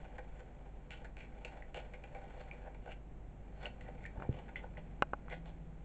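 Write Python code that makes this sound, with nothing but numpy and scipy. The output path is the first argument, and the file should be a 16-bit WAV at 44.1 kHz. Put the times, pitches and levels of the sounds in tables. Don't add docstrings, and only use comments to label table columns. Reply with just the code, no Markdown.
import sys
import numpy as np
from scipy import signal
from scipy.fft import rfft, irfft
from scipy.io import wavfile

SR = 44100
rng = np.random.default_rng(int(sys.argv[2]) if len(sys.argv) > 2 else 0)


def int16_out(signal):
    q = np.round(np.clip(np.atleast_2d(signal).T, -1, 1) * 32767)
    wavfile.write(sys.argv[1], SR, q.astype(np.int16))


N = 257544
TIME = np.arange(N) / SR


def from_db(db):
    return 10 ** (np.asarray(db) / 20)


def rms_one(x):
    return x / np.sqrt(np.mean(x ** 2) + 1e-20)


def level_curve(rows):
    times, db = np.transpose(rows)
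    return from_db(np.interp(TIME, times, db))


def butter(x, hz, kind, order=2):
    return signal.sosfilt(signal.butter(order, hz, kind, fs=SR, output="sos"), x + 1e-18)


def convolve(x, response):
    return signal.fftconvolve(x, response)[:N]


def click(s, height):
    out = np.zeros(N)
    out[round(s * SR)] = height
    return out


def ring(hz, fade_s):
    t = TIME[:SR // 2]
    return np.sin(2 * np.pi * hz * t) * np.exp(-np.log(1000) * t / fade_s)


def swell(t, peak_s):
    age = np.maximum(t, 0) / peak_s
    return age * np.exp(1 - age)


def wavering(hz, wander):
    drift = rms_one(butter(rng.standard_normal(N), 2.7, "low"))
    return np.sqrt(2) * np.sin(2 * np.pi * (hz * TIME + rng.random()) + wander * drift)


# f/Hz, relative level/dB
ROOM_NOISE = [(15, 5), (30, 8), (70, -2.5), (140, -6), (220, -9.5), (450, -14), (780, -17), (1100, -27.5),
              (2350, -31.5), (3300, -40), (4900, -54.5), (6200, -48.5), (7500, -43.5), (8800, -59)]
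def room_noise(level_db):
    hz, db = np.transpose(ROOM_NOISE)
    bins_hz = np.maximum(np.fft.rfftfreq(N, 1 / SR), 1)
    shape = from_db(np.interp(np.log(bins_hz), np.log(hz), db))
    noise = irfft(rfft(rng.standard_normal(N)) * shape, N)
    return from_db(level_db) * rms_one(noise)


# f/Hz, level/dB
HUM_TONES = [(49.3, -53), (147, -65.5), (197, -73.5), (246, -74)]
def mains_hum():
    return sum(from_db(db) * wavering(hz, wander=0.087) for hz, db in HUM_TONES)


def grains(per_s, spread_db):
    sizes = from_db(spread_db * np.minimum(rng.exponential(1, N), 4))
    signs = rng.choice([-1, 1], N)
    return rms_one(sizes * signs * (rng.random(N) < per_s / SR))


def slipping(per_s, spread_db, clump_hz=45.2, clump_db=2.5):
    clumps = rms_one(butter(rng.standard_normal(N), clump_hz, "low"))
    return rms_one(grains(per_s, spread_db) * from_db(clump_db * clumps))


# t/s, relative level/dB
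RUBBING = [(0, -51), (.3, -57), (.88, -59), (1.02, -51.5), (1.15, -67), (1.42, -49.5), (1.48, -48),
           (1.58, -47), (1.72, -61), (1.85, -53), (2.0, -55), (2.3, -49), (2.6, -51.5), (3.1, -71.5),
           (3.62, -55), (4.45, -53.5), (5.1, -59), (5.84, -60)]
def fur_rubs(low_db, middle_db, high_db):
    slips = level_curve(RUBBING) * slipping(per_s=3700, spread_db=3.5)
    return np.outer(from_db([low_db, middle_db, high_db]), slips)


# f/Hz, width/Hz (wider dies sooner), relative level/dB
BOX_TONES = [(380, 49, -7), (505.3, 30.4, 1.5), (607.6, 42, 1.5), (694, 119, -4.5), (792, 44, 1.5),
             (874, 43, -2.5), (1010, 200, -14.5), (1484, 77, -0.5), (1620, 120, -4.5), (1946, 160, -5.5),
             (2136, 95, -5.5), (2323, 150, -5), (2842, 236, -11.5), (3223, 270, -16), (3500, 110, -14),
             (3855, 380, -30), (4387, 110, -23), (4930, 1900, -38.5), (6380, 300, -32), (7100, 360, -28.5),
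             (8050, 510, -34.5)]
def plywood_box(forces, low_top_hz=1200, middle_top_hz=3700):
    groups = np.zeros((3, SR // 2))
    for k, (hz, width_hz, db) in enumerate(BOX_TONES):
        group = int(hz > low_top_hz) + int(hz > middle_top_hz)
        fade_s = np.log(1000) / (np.pi * width_hz)
        groups[group] += (-1) ** k * width_hz * from_db(db) * ring(hz, fade_s)
    return sum(convolve(force, tones / np.linalg.norm(tones)) for force, tones in zip(forces, groups))


def contact(force, hardness_db, sharp_db, spot_hz, narrowness):
    favour, tip_db = 3.0, -17.5
    b, a = signal.iirpeak(spot_hz, narrowness, fs=SR)
    claw = (force + favour * signal.lfilter(b, a, force + 1e-18)) / np.sqrt(1 + favour)
    pad = from_db(-hardness_db) * force
    tip = from_db(tip_db + sharp_db) * claw
    return np.array([pad, claw, tip])


# t/s, relative level/dB, hardness/dB (claw over pad), click sharpness/dB,
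# time to the hardest drag/s, f/Hz favoured by the spot
PAW_LANDINGS = [(0.1816, -58.5, -7.5, 1.5, 0.0064, 1750), (0.906, -53, 6.5, 2.5, 0.025, 2960),
                (1.045, -64.5, -0.5, 5, 0.012, 1730), (1.168, -59, 1, 3, 0.037, 2510),
                (1.4485, -64, -5, 9.5, .028, 2590), (1.744, -52.5, -4, 2.5, .025, 2900),
                (1.936, -57.5, -2.5, -0.5, 0.012, 2200), (2.038, -59.5, -4, 1.5, 0.003, 2560),
                (2.148, -60, -10.5, 1.5, 0.015, 2200), (2.3635, -66.5, -16, -2.5, 0.0046, 2240),
                (2.745, -68.5, -8, 1.5, 0.0056, 2330), (2.859, -63, -14, 1.5, 0.017, 1550),
                (3.809, -67.5, 0, 6, 0.013, 2850), (4.157, -75, -19.5, 2, 0.012, 1450),
                (4.326, -61, -8, -0.5, 0.039, 3070), (4.481, -61, -3, -3, 0.0091, 1610),
                (4.558, -53, 1, -5, 0.013, 3100), (4.636, -72, -16, 1.5, 0.0045, 1490),
                (4.772, -59.5, -5.5, -5.5, 0.0083, 3000), (5.299, -57.5, 4.5, 0, 0.026, 3550),
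                (5.457, -59.5, -4, -0.5, 0.019, 3560)]
def paws_land(click_db, skid_s, skid_db, drag_db, claw_first_db):
    drag_focus = 1.64
    slips = slipping(per_s=3000, spread_db=4.5)
    forces, t = np.zeros((3, N)), TIME[:SR // 4]
    for s, db, hardness_db, sharp_db, drag_s, hz in PAW_LANDINGS:
        span = slice(round(s * SR), round(s * SR) + len(t))
        landing = slips[span] * from_db(skid_db) * np.exp(-t / skid_s)
        landing[0] = from_db(click_db)
        landing = contact(landing, hardness_db + claw_first_db, sharp_db, hz, narrowness=8.1)
        drag = slips[span] * swell(t, drag_s) ** drag_focus
        drag = contact(drag, hardness_db, sharp_db, hz, narrowness=4.8)
        forces[:, span] += from_db(db + sharp_db) * landing + from_db(db + drag_db) * drag
    return forces


# t/s of letting go, relative level/dB, hardness/dB, click sharpness/dB,
# build-up/s, f/Hz favoured by the spot
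CLAW_PULLS = [(0.404, -56.5, 3, -4, 0.042, 7000), (2.411, -53.5, 0.5, -2.5, 0.02, 4450),
              (2.675, -62.5, -9, -13, 0.068, 1660), (2.918, -53.5, 6, -1, 0.034, 2830),
              (3.663, -45, 0.5, -4, 0.035, 4460), (3.885, -62, -5, -5.5, .04, 1850),
              (4.061, -58.5, 8.5, 3.5, 0.041, 2160), (4.245, -61.5, -12.5, -12.5, 0.046, 1770),
              (5.328, -45, 2, -9, 0.019, 1990)]
def claws_pull(click_db, slip_db, release_s):
    slips = from_db(slip_db) * slipping(per_s=2900, spread_db=4.0)
    forces, reach = np.zeros((3, N)), SR // 4
    for s, db, hardness_db, sharp_db, build_s, hz in CLAW_PULLS:
        span = slice(round(s * SR) - reach, round(s * SR) + reach)
        t = TIME[span] - s
        pull = slips[span] * np.exp(-np.abs(t) / np.where(t < 0, build_s, release_s))
        pull[reach] = from_db(click_db + sharp_db)
        forces[:, span] += from_db(db) * contact(pull, hardness_db, sharp_db, hz, narrowness=9.2)
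    return forces


# t/s, relative level/dB, f/Hz
CLAW_SNAGS = [(1.448, -39, 2700), (1.623, -43, 1940), (2.5126, -39, 2346), (3.656, -34.5, 2805),
              (3.8109, -49, 2000), (4.0528, -38, 1840), (4.558, -32.5, 2044), (4.7708, -44.5, 1986),
              (5.3253, -41, 2100)]
def claws_snag(gain_db, chatter_db, chatter_s, fade_s):
    chatter = from_db(chatter_db) * grains(per_s=1300, spread_db=5.5)
    out, length, band_ratio = np.zeros(N), SR // 5, 1.25
    for s, db, hz in CLAW_SNAGS:
        span = slice(round(s * SR), round(s * SR) + length)
        pluck = chatter[span] * np.exp(-TIME[:length] / chatter_s)
        pluck[0] = 1
        pluck = butter(pluck, [hz / band_ratio, hz * band_ratio], "band")
        out[span] += from_db(db + gain_db) * convolve(pluck, ring(hz, fade_s))[:length]
    return out


def smear(x, hz, width_hz):
    radius = np.exp(-np.pi * width_hz / SR)
    a = np.array([1, -2 * radius * np.cos(2 * np.pi * hz / SR), radius * radius])
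    return signal.lfilter(a[::-1], a, x + 1e-18)


# t/s, level/dB
HAND_RUMBLE = [(0, -80), (3.6, -58.5), (4.9, -57.5), (5.84, -63)]
# t/s, relative level/dB, f/Hz above which the thump is dulled
HAND_THUMPS = [(4.173, -32.5, 114), (4.29, -26, 455)]
# f/Hz, relative level/dB, fade time/s
GRIP_TONES = [(72.5, -12, 0.03), (131, 1, 0.075), (243, 3, 0.014), (412, -4.5, 0.018)]
def hand_on_microphone(rumble_band_hz, stir_db, stir_s):
    rumble = rms_one(butter(rng.standard_normal(N), rumble_band_hz, "band"))
    stirred = sum(from_db(db + stir_db) * swell(TIME - s, stir_s) for s, db, _ in HAND_THUMPS)
    blows = sum(butter(click(s, from_db(db)), hz, "low", order=4) for s, db, hz in HAND_THUMPS)
    grip = sum(from_db(db) * ring(hz, fade_s) for hz, db, fade_s in GRIP_TONES)
    thumps = convolve(blows, smear(grip, hz=96, width_hz=160))
    return thumps + (level_curve(HAND_RUMBLE) + stirred) * rumble


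# t/s, relative level/dB, f/Hz above which the blow is dulled
MICROPHONE_KNOCKS = [(4.2001, -41.5, 2270), (4.2223, -34, 2130), (5.0228, -14.5, 3430), (5.134, -22, 1580),
                     (5.2820, -40.5, 1960)]
# f/Hz, relative level/dB, fade time/s
CASING_TONES = [(175, -51, 0.037), (365, -37, 0.0084), (594, -13.5, 0.037), (826, -10, 0.039),
                (1124, -1, 0.01), (1340, -3.5, 0.017), (1480, -7, 0.025), (2080, -16.5, 0.021),
                (2496, -11, 0.016), (2804, -14, 0.022), (3920, -20, 0.011), (5820, -6, 0.0021),
                (7350, -10.5, 0.01)]
def knocks_on_microphone(gain_db):
    blows = sum(butter(click(s, from_db(db + gain_db)), hz, "low", order=3)
                for s, db, hz in MICROPHONE_KNOCKS)
    casing = sum(from_db(db) * ring(hz, fade_s) for hz, db, fade_s in CASING_TONES)
    return convolve(blows, smear(casing, hz=1100, width_hz=300))


# t/s, level/dB
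DRONE_LEVELS = [(4.6, -74), (4.85, -55.5), (5.2, -70), (5.38, -51.5), (5.5, -57), (5.62, -55), (5.84, -60)]
def low_drone(hz):
    return level_curve(DRONE_LEVELS) * wavering(hz, wander=0.23)


def room_echo(x, first_echo_s, fade_s, dull_above_hz):
    t = TIME[:SR // 2]
    tail = rng.standard_normal(len(t)) * from_db(-60 * t / fade_s)
    build_up = 1 - np.exp(-(t / first_echo_s) ** 2)
    tail = butter(tail * build_up, dull_above_hz, "low", order=1)
    return convolve(x, tail / np.linalg.norm(tail))


def scene():
    forces = (paws_land(click_db=27, skid_s=0.0053, skid_db=2.5, drag_db=-0.5, claw_first_db=4)
              + claws_pull(click_db=27, slip_db=1.0, release_s=0.009)
              + fur_rubs(low_db=-9.5, middle_db=-18, high_db=-36.5))
    kitten = plywood_box(forces) + claws_snag(gain_db=3.0, chatter_db=-37, chatter_s=0.01, fade_s=0.017)
    close = hand_on_microphone(rumble_band_hz=[51.5, 205], stir_db=-20, stir_s=0.016)
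    close += knocks_on_microphone(gain_db=-3.0)
    into_room = from_db(-12.5) * kitten + from_db(-38.5) * close
    echo = room_echo(into_room, first_echo_s=0.0057, fade_s=0.2, dull_above_hz=7700)
    background = room_noise(level_db=-53) + mains_hum() + low_drone(hz=165)
    return (kitten + close + echo + background)[None]


def record(dry, cutoff_hz=8600):
    return signal.sosfilt(signal.ellip(10, .2, 70, cutoff_hz, fs=SR, output="sos"), dry)


dry = scene()
out = record(dry)
int16_out(out)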